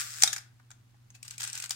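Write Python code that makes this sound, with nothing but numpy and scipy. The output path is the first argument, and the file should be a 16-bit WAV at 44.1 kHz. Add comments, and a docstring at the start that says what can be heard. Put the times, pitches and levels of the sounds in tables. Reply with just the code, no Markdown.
"""A small room, with a mechanical film camera close by on the table, its back open.
Mains hum and faint air lie under everything. The slow-speed escapement whirs, then the shutter
closes and the mirror clacks down and bounces, ringing the body. Fingers shift, and the advance
lever is cranked: a pawl ticks over grinding gears and the mechanism latches."""
import sys
import numpy as np
from scipy import signal
from scipy.fft import rfft, irfft, next_fast_len
from scipy.io import wavfile

SR = 44100
rng = np.random.default_rng(int(sys.argv[2]) if len(sys.argv) > 2 else 0)


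def transcribe(u):
    """Save the signal u as a 16-bit wav file named by the first command-line argument.

    u: samples, shape (n,) or (channels, n), limited to [-1, 1]; the rate is SR.
    q: integer samples, one column per channel.
    """
    v = np.clip(np.atleast_2d(u).T, -1, 1)
    q = np.round(v * 32767).astype(np.int16)
    wavfile.write(sys.argv[1], SR, q)


N = 77175
TIME = np.arange(N) / SR
LEAD_S = .02  # run-up before each strike
SINCE_STRIKE = np.arange(SR // 4) / SR - LEAD_S
TOP_HZ = 15850

# Mains hum. Each row: frequency in Hz, RMS level in dB.
HUM_PARTIALS = [(100, -70.5), (120, -59.5), (200, -84), (248, -82)]
# Tone of the room air. Each row: frequency in Hz, relative level in dB.
AIR_COLOUR = [(12, -47.5), (20, -21), (77, -25), (123, -13), (150, -24.5), (319, -29), (459, -39.5),
              (825, -36.5), (1260, -37.5), (4300, -43.5), (16000, -51.5)]
# Width of the air. 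Each row: frequency in Hz, left-right likeness from 0 (wide) to 1 (mono).
AIR_LIKENESS = [(50, .9), (300, 0.039), (1500, .1), (10000, 0.083)]
# Room tail. Each row: frequency in Hz, time to fall 60 dB (T60) in seconds.
ROOM_DECAY = [(200, 0.46), (800, 0.42), (3000, 0.32), (7000, 0.23), (14000, 0.26)]
# Pan of the direct sound. Each row: frequency in Hz, left over right in dB.
CAMERA_PAN = [(350, -1.5), (750, 9), (1200, 11.5), (1750, -6.5), (2400, 6), (3300, 0.5), (5500, 5.5),
              (8000, 0), (15000, 3.5)]

# Thumb's effort on the winding gears. Each row: time in seconds, level in dB.
GEAR_EFFORT = [(1.215, -78.5), (1.25, -53.5), (1.275, -57), (1.30, -48.5), (1.35, -57), (1.375, -66.5),
               (1.405, -39.5), (1.437, -41.5), (1.47, -44), (1.52, -53.5), (1.55, -45), (1.585, -44.5),
               (1.615, -49.5), (1.655, -43), (1.68, -66.5), (1.72, -45), (1.75, -52)]
# Tone of the gears. 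Each row: frequency in Hz, relative level in dB.
GEAR_COLOUR = [(240, -54.5), (400, -23.5), (623, -36), (847, -12), (1070, -17.5), (1540, -1), (1710, -8.5),
               (2550, -5), (3910, -6.5), (7550, -6), (8150, -9), (9950, -15), (15500, -22)]
# Drive of the escapement. Each row: time in seconds, level in dB.
ESCAPEMENT_DRIVE = [(0, -36), (.018, -38.5), (.045, -44), (.085, -45.5), (.13, -46.5), (.18, -46),
                    (.218, -42)]
# Tone of its whir. Each row: frequency in Hz, relative level in dB.
ESCAPEMENT_COLOUR = [(240, -58), (400, -21.5), (586, -27), (784, -18), (1050, -19.5), (1240, -3),
                     (1450, -0.5), (2710, -7), (3790, -5), (4090, -5.5), (5150, -1.5), (6190, -2.5),
                     (7790, 0.5), (11100, -12.5), (15500, -13)]
# Knocks of fingers, lever and latches. Each row: start in seconds, level in dB, rise and T60 in
# seconds, low-end weight in dB, the struck part's pitch in Hz, its lift in dB.
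HANDLING_HITS = [(.598, -67.5, 0.0024, .04, 21.5, 1450, 2.5), (.7055, -50, .001, .02, 4, 7600, 12.5),
                 (.7142, -48, .001, .028, 8, 6180, 11.5), (.944, -77.5, .002, .04, 23.5, 849, 13),
                 (1.1035, -52, .001, .022, -2, 6450, 15), (1.152, -50, 0.01, 0.066, -4.5, 2590, 16.5),
                 (1.2490, -50, .001, .035, -1, 1450, 6), (1.4315, -30, .003, .04, -12.5, 4970, -5),
                 (1.5315, -36.5, .0005, .02, -9, 5800, 12.5), (1.548, -44, .001, 0.027, 6, 1300, -3),
                 (1.5858, -33.5, .001, .018, -32, 4600, -5), (1.6403, -26.5, .0006, .015, -6, 1380, 11),
                 (1.7075, -21, .0004, .022, -10.5, 5020, 7.5)]
# Tone of those knocks. Each row: frequency in Hz, relative level in dB.
HANDLING_COLOUR = [(150, -17.5), (450, -25), (750, -6), (1100, -8.5), (1500, -0.5), (3000, -7), (4000, -3),
                   (5200, -2.5), (6000, -4.5), (6700, -1), (8200, -4.5), (11000, -13.5), (16000, -17.5)]
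# Pawl dropping over the ratchet teeth. Each row: start in seconds, level in dB.
PAWL_TICKS = [(1.2290, -35), (1.2530, -44.5), (1.2802, -34), (1.3090, -31.5), (1.3807, -31.5),
              (1.4073, -29), (1.4195, -29.5), (1.4385, -28.5), (1.4491, -31), (1.4752, -30),
              (1.4868, -40.5), (1.4995, -33.5), (1.53, -32), (1.5531, -30.5), (1.5765, -29), (1.601, -30),
              (1.6236, -28), (1.6595, -32.5), (1.6947, -32), (1.7195, -33)]
# Tone of the pawl. Each row: frequency in Hz, relative level in dB.
PAWL_COLOUR = [(300, -28.5), (1000, -29.5), (1800, -18), (2500, -6), (3200, -15.5), (5000, -6.5),
               (5800, -7.5), (6400, -6), (7000, -1.5), (7600, -8.5), (8000, 2.5), (8400, 2), (8900, -8.5),
               (10000, -17), (13500, -18), (16000, -23)]

# Hollow ring of the mirror box. Each row: frequency in Hz, level in dB, T60 in seconds.
MIRROR_BOX_MODES = [(235, -49, .03), (742, -25.5, .026), (815, -27.5, 0.031), (775.5, -37, 0.076)]
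# Ring of the camera body. Each row: frequency in Hz, relative level in dB, T60 in seconds.
BODY_MODES = [(1286, -12, 0.03), (1503, -8.5, 0.082), (2220, -8.5, .06), (4030, -4.5, 0.03),
              (4900, -12.5, .07), (5290, -14, .06), (5620, -3.5, 0.025), (5950, -13, .07),
              (7000, -6.5, 0.051), (7100, -6.5, .09), (8400, -8, .06)]
# Blows of curtain and mirror. Each row: start in seconds, level in dB, rise and T60 in seconds,
# low-end weight in dB, body ring in dB, the struck part's pitch in Hz, its lift in dB.
SHUTTER_HITS = [(0.2234, -13, .0022, .011, -1, -21, 7100, 10.5),
                (0.2362, -4, .0015, 0.0086, 2, -32, 5900, 7),
                (.2416, -22, 0.0013, 0.0056, 3.5, -23.5, 5700, 5.5),
                (.2755, -24.5, .001, 0.046, 0.5, -26.5, 3780, 18),
                (0.3303, -23.5, .002, 0.035, -2.5, -15.5, 1730, 8.5),
                (.3630, -30, .001, .035, 4.5, -24, 1470, 11), (.3808, -36, .001, .03, 7.5, -33, 4980, 8.5)]
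# Tone of those blows. Each row: frequency in Hz, relative level in dB.
SHUTTER_COLOUR = [(100, -41.5), (230, -29), (400, -26), (560, -38.5), (750, -19), (1050, -18.5), (1350, -8),
                  (2400, -6.5), (2900, -11.5), (3500, -6.5), (4400, -10), (5000, -1), (5700, -2),
                  (7000, -0.5), (8200, -6.5), (9300, -5), (10500, -21.5), (13000, -13.5), (16000, -26.5)]


def amp(db):
    return 10 ** (np.asarray(db) / 20)


def unit_rms(x):
    return x / np.sqrt(np.mean(x ** 2) + 1e-20)


def curve_at(points, hz):
    """Read a curve of (Hz, value) points on a log frequency axis."""
    freqs, values = np.transpose(points)
    return np.interp(np.log(hz + 1), np.log(freqs + 1), values)


def fader(points):
    """Gain per sample from (seconds, dB) points."""
    return amp(np.interp(TIME, *np.transpose(points)))


def equalise(x, gain_db):
    """Minimum-phase EQ following gain_db(Hz), so nothing rings ahead of a hit."""
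    size = 2 * next_fast_len(x.shape[-1] // 2 + 2048)
    cepstrum = irfft(np.log(amp(gain_db(np.fft.rfftfreq(size, 1 / SR)))), size)
    cepstrum[..., 1:size // 2] *= 2
    cepstrum[..., size // 2 + 1:] = 0
    return irfft(rfft(x, size) * np.exp(rfft(cepstrum)), size)[..., :x.shape[-1]]


def tint(x, colour, weight_db=0, part_hz=5000, lift_db=0, width_octaves=.081):
    """Colour x at constant power, then weight the low end and lift the struck part's resonance."""
    mean_db = 10 * np.log10(np.mean(amp(curve_at(colour, np.linspace(0, SR / 2, 2048))) ** 2))

    def gain_db(hz):
        shelf = weight_db / (1 + (hz / 2200) ** 4)
        resonance = lift_db / (1 + (np.log2((hz + 1) / part_hz) / width_octaves) ** 2)
        return curve_at(colour, hz) - mean_db + shelf + resonance
    return equalise(x, gain_db)


def place(track, start, hit):
    """Mix in a hit so that its strike lands at start seconds."""
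    i = max(round((start - LEAD_S) * SR), 0)
    track[:, i:i + hit.shape[1]] += hit[:, :max(N - i, 0)]


def chatter(count):
    """Even, full-band noise standing for dense modes, different left and right."""
    return np.sign(rng.standard_normal((2, count)))


def contact(rise, t60):
    """Parts slide together, strike and die away at once."""
    t = SINCE_STRIKE
    return chatter(len(t)) * amp(np.where(t < 0, 20 * t / rise, -60 * t / t60))


def rattle(times, scatter_db, t60):
    """Envelope of RMS 1 for a run of tiny impacts."""
    strengths = amp(scatter_db * np.clip(rng.standard_normal(len(times)), -2, 2))
    energy = np.bincount((np.abs(times) * SR).astype(int), strengths ** 2, N)[:N]
    decay = amp(-60 * TIME[:SR // 10] / t60)
    power = np.abs(signal.fftconvolve(energy, decay ** 2)[:N])
    return np.sqrt(power / power.mean())


def mains_hum():
    """A few steady low tones from the mains."""
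    return sum(amp(db) * np.sqrt(2) * np.sin(2 * np.pi * (hz * TIME + rng.random()))
               for hz, db in HUM_PARTIALS)


def room_air(level_db=-66):
    """Faint air, centred in the deep bass and wide above it."""
    def mid_side_db(hz):
        likeness = curve_at(AIR_LIKENESS, hz)
        return curve_at(AIR_COLOUR, hz) + 10 * np.log10([1 + likeness, 1 - likeness])
    mid, side = equalise(rng.standard_normal((2, N)), mid_side_db)
    return amp(level_db) * unit_rms(np.array([mid + side, mid - side]))


def room_reverb(x, early_db=-10, early_t60=.039, tail_db=-11.5, build_s=.0093):
    """Quick reflections from table and hands, then the tail of the room."""
    hz, frame_s, spectrum = signal.stft(rng.standard_normal((2, SR * 3 // 4)), SR, nperseg=256)
    decay = amp(-60 * frame_s / curve_at(ROOM_DECAY, hz)[:, None])
    tail = signal.istft(spectrum * decay, SR, nperseg=256)[1]
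    t = np.arange(tail.shape[1]) / SR
    tail *= 1 - np.exp(-t / build_s)
    early = rng.standard_normal(tail.shape) * amp(-60 * t / early_t60) * (t > .002)
    response = (amp(tail_db) * unit_rms(tail) + amp(early_db) * unit_rms(early)) / np.sqrt(len(t))
    return signal.fftconvolve(x, response, axes=1)[:, :N]


def gears(grains_per_s=620):
    """Gear teeth rub in dense, uneven grains under the thumb's effort."""
    grain_times = np.cumsum(rng.exponential(1 / grains_per_s, size=2000))
    grit = rattle(grain_times, scatter_db=.5, t60=.007)
    return tint(chatter(N) * grit * fader(GEAR_EFFORT), GEAR_COLOUR)


def escapement(swing_hz=75.7, exit_phase=.47, jitter_s=.00033):
    """The pallet rocks against a spinning star wheel, two uneven ticks a swing."""
    swings = np.arange(0, .3, 1 / swing_hz)
    teeth = np.column_stack([swings, swings + exit_phase / swing_hz]).ravel()
    teeth += jitter_s * rng.standard_normal(len(teeth))
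    ticks = rattle(teeth, scatter_db=2.5, t60=.013)
    shutter_open = TIME < SHUTTER_HITS[1][0]  # the whir stops at the hardest blow
    ticks /= np.sqrt(np.mean(ticks[shutter_open] ** 2))
    whir = chatter(N) * np.hypot(ticks, 1)  # ticks over an even bed of equal power
    return tint(whir * fader(ESCAPEMENT_DRIVE) * shutter_open, ESCAPEMENT_COLOUR)


def handling():
    """Duller contacts: the hand on the body, then levers latching as the shutter is cocked."""
    track = np.zeros((2, N))
    for start, db, rise, t60, weight_db, part_hz, lift_db in HANDLING_HITS:
        knock = tint(contact(rise, t60), HANDLING_COLOUR, weight_db, part_hz, lift_db)
        place(track, start, amp(db) * knock)
    return track


def ratchet(vary_db=1.4):
    """The sprung pawl gives a bright tick at each tooth, no two quite the same in colour."""
    track = np.zeros((2, N))
    bands_hz = np.geomspace(1000, TOP_HZ, 14)
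    for start, db in PAWL_TICKS:
        variation = np.column_stack([bands_hz, vary_db * rng.standard_normal(len(bands_hz))])
        tick = tint(contact(rise=.00057, t60=.019), variation)
        place(track, start, amp(db) * tick)
    return tint(track, PAWL_COLOUR)


def mirror_box(start=.2345, rise_s=.0015):
    """The falling mirror thumps the hollow of the body, under the hardest blow."""
    t = np.maximum(TIME - start, 0)
    ring = sum(amp(db - 60 * t / t60) * np.sin(2 * np.pi * hz * t) for hz, db, t60 in MIRROR_BOX_MODES)
    return ring * (1 - np.exp(-t / rise_s))


def body_ring(rise_s=.0006):
    """The struck body rings in its modes, balanced a little differently each time."""
    t = np.maximum(SINCE_STRIKE, 0)
    ring = np.zeros((2, len(t)))
    for hz, db, t60 in BODY_MODES:
        decay = amp(db + rng.normal() - 60 * t / t60)
        ring += decay * np.sin(2 * np.pi * (hz * t + rng.random((2, 1))))
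    return ring * (1 - np.exp(-t / rise_s))


def shutter():
    """Curtain and mirror snap against their stops and ring the body."""
    track = np.zeros((2, N))
    for start, db, rise, t60, weight_db, ring_db, part_hz, lift_db in SHUTTER_HITS:
        snap = tint(contact(rise, t60), SHUTTER_COLOUR, weight_db, part_hz, lift_db)
        place(track, start, amp(db) * (snap + amp(ring_db) * body_ring()))
    return track


def scene(reverb_pan_db=3.5):
    """The camera and its reverb sit a little to the left, over hum and air."""
    camera = escapement() + shutter() + mirror_box() + ratchet() + handling() + gears()
    leftward = np.array([[.5], [-.5]])  # half the pan lifts the left, half lowers the right
    direct = equalise(camera, lambda hz: curve_at(CAMERA_PAN, hz) * leftward)
    reverb = room_reverb(camera) * amp(reverb_pan_db * leftward)
    return direct + reverb + mains_hum() + room_air()


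def record(dry, ceiling=.93):
    """Round off the highest peak and cut everything above TOP_HZ."""
    rounded = dry / (1 + np.abs(dry / ceiling) ** 6) ** (1 / 6)
    size = next_fast_len(N + SR // 10)
    passband = np.fft.rfftfreq(size, 1 / SR) < TOP_HZ
    return irfft(rfft(rounded, size) * passband, size)[:, :N]


dry = scene()
out = record(dry)
transcribe(out)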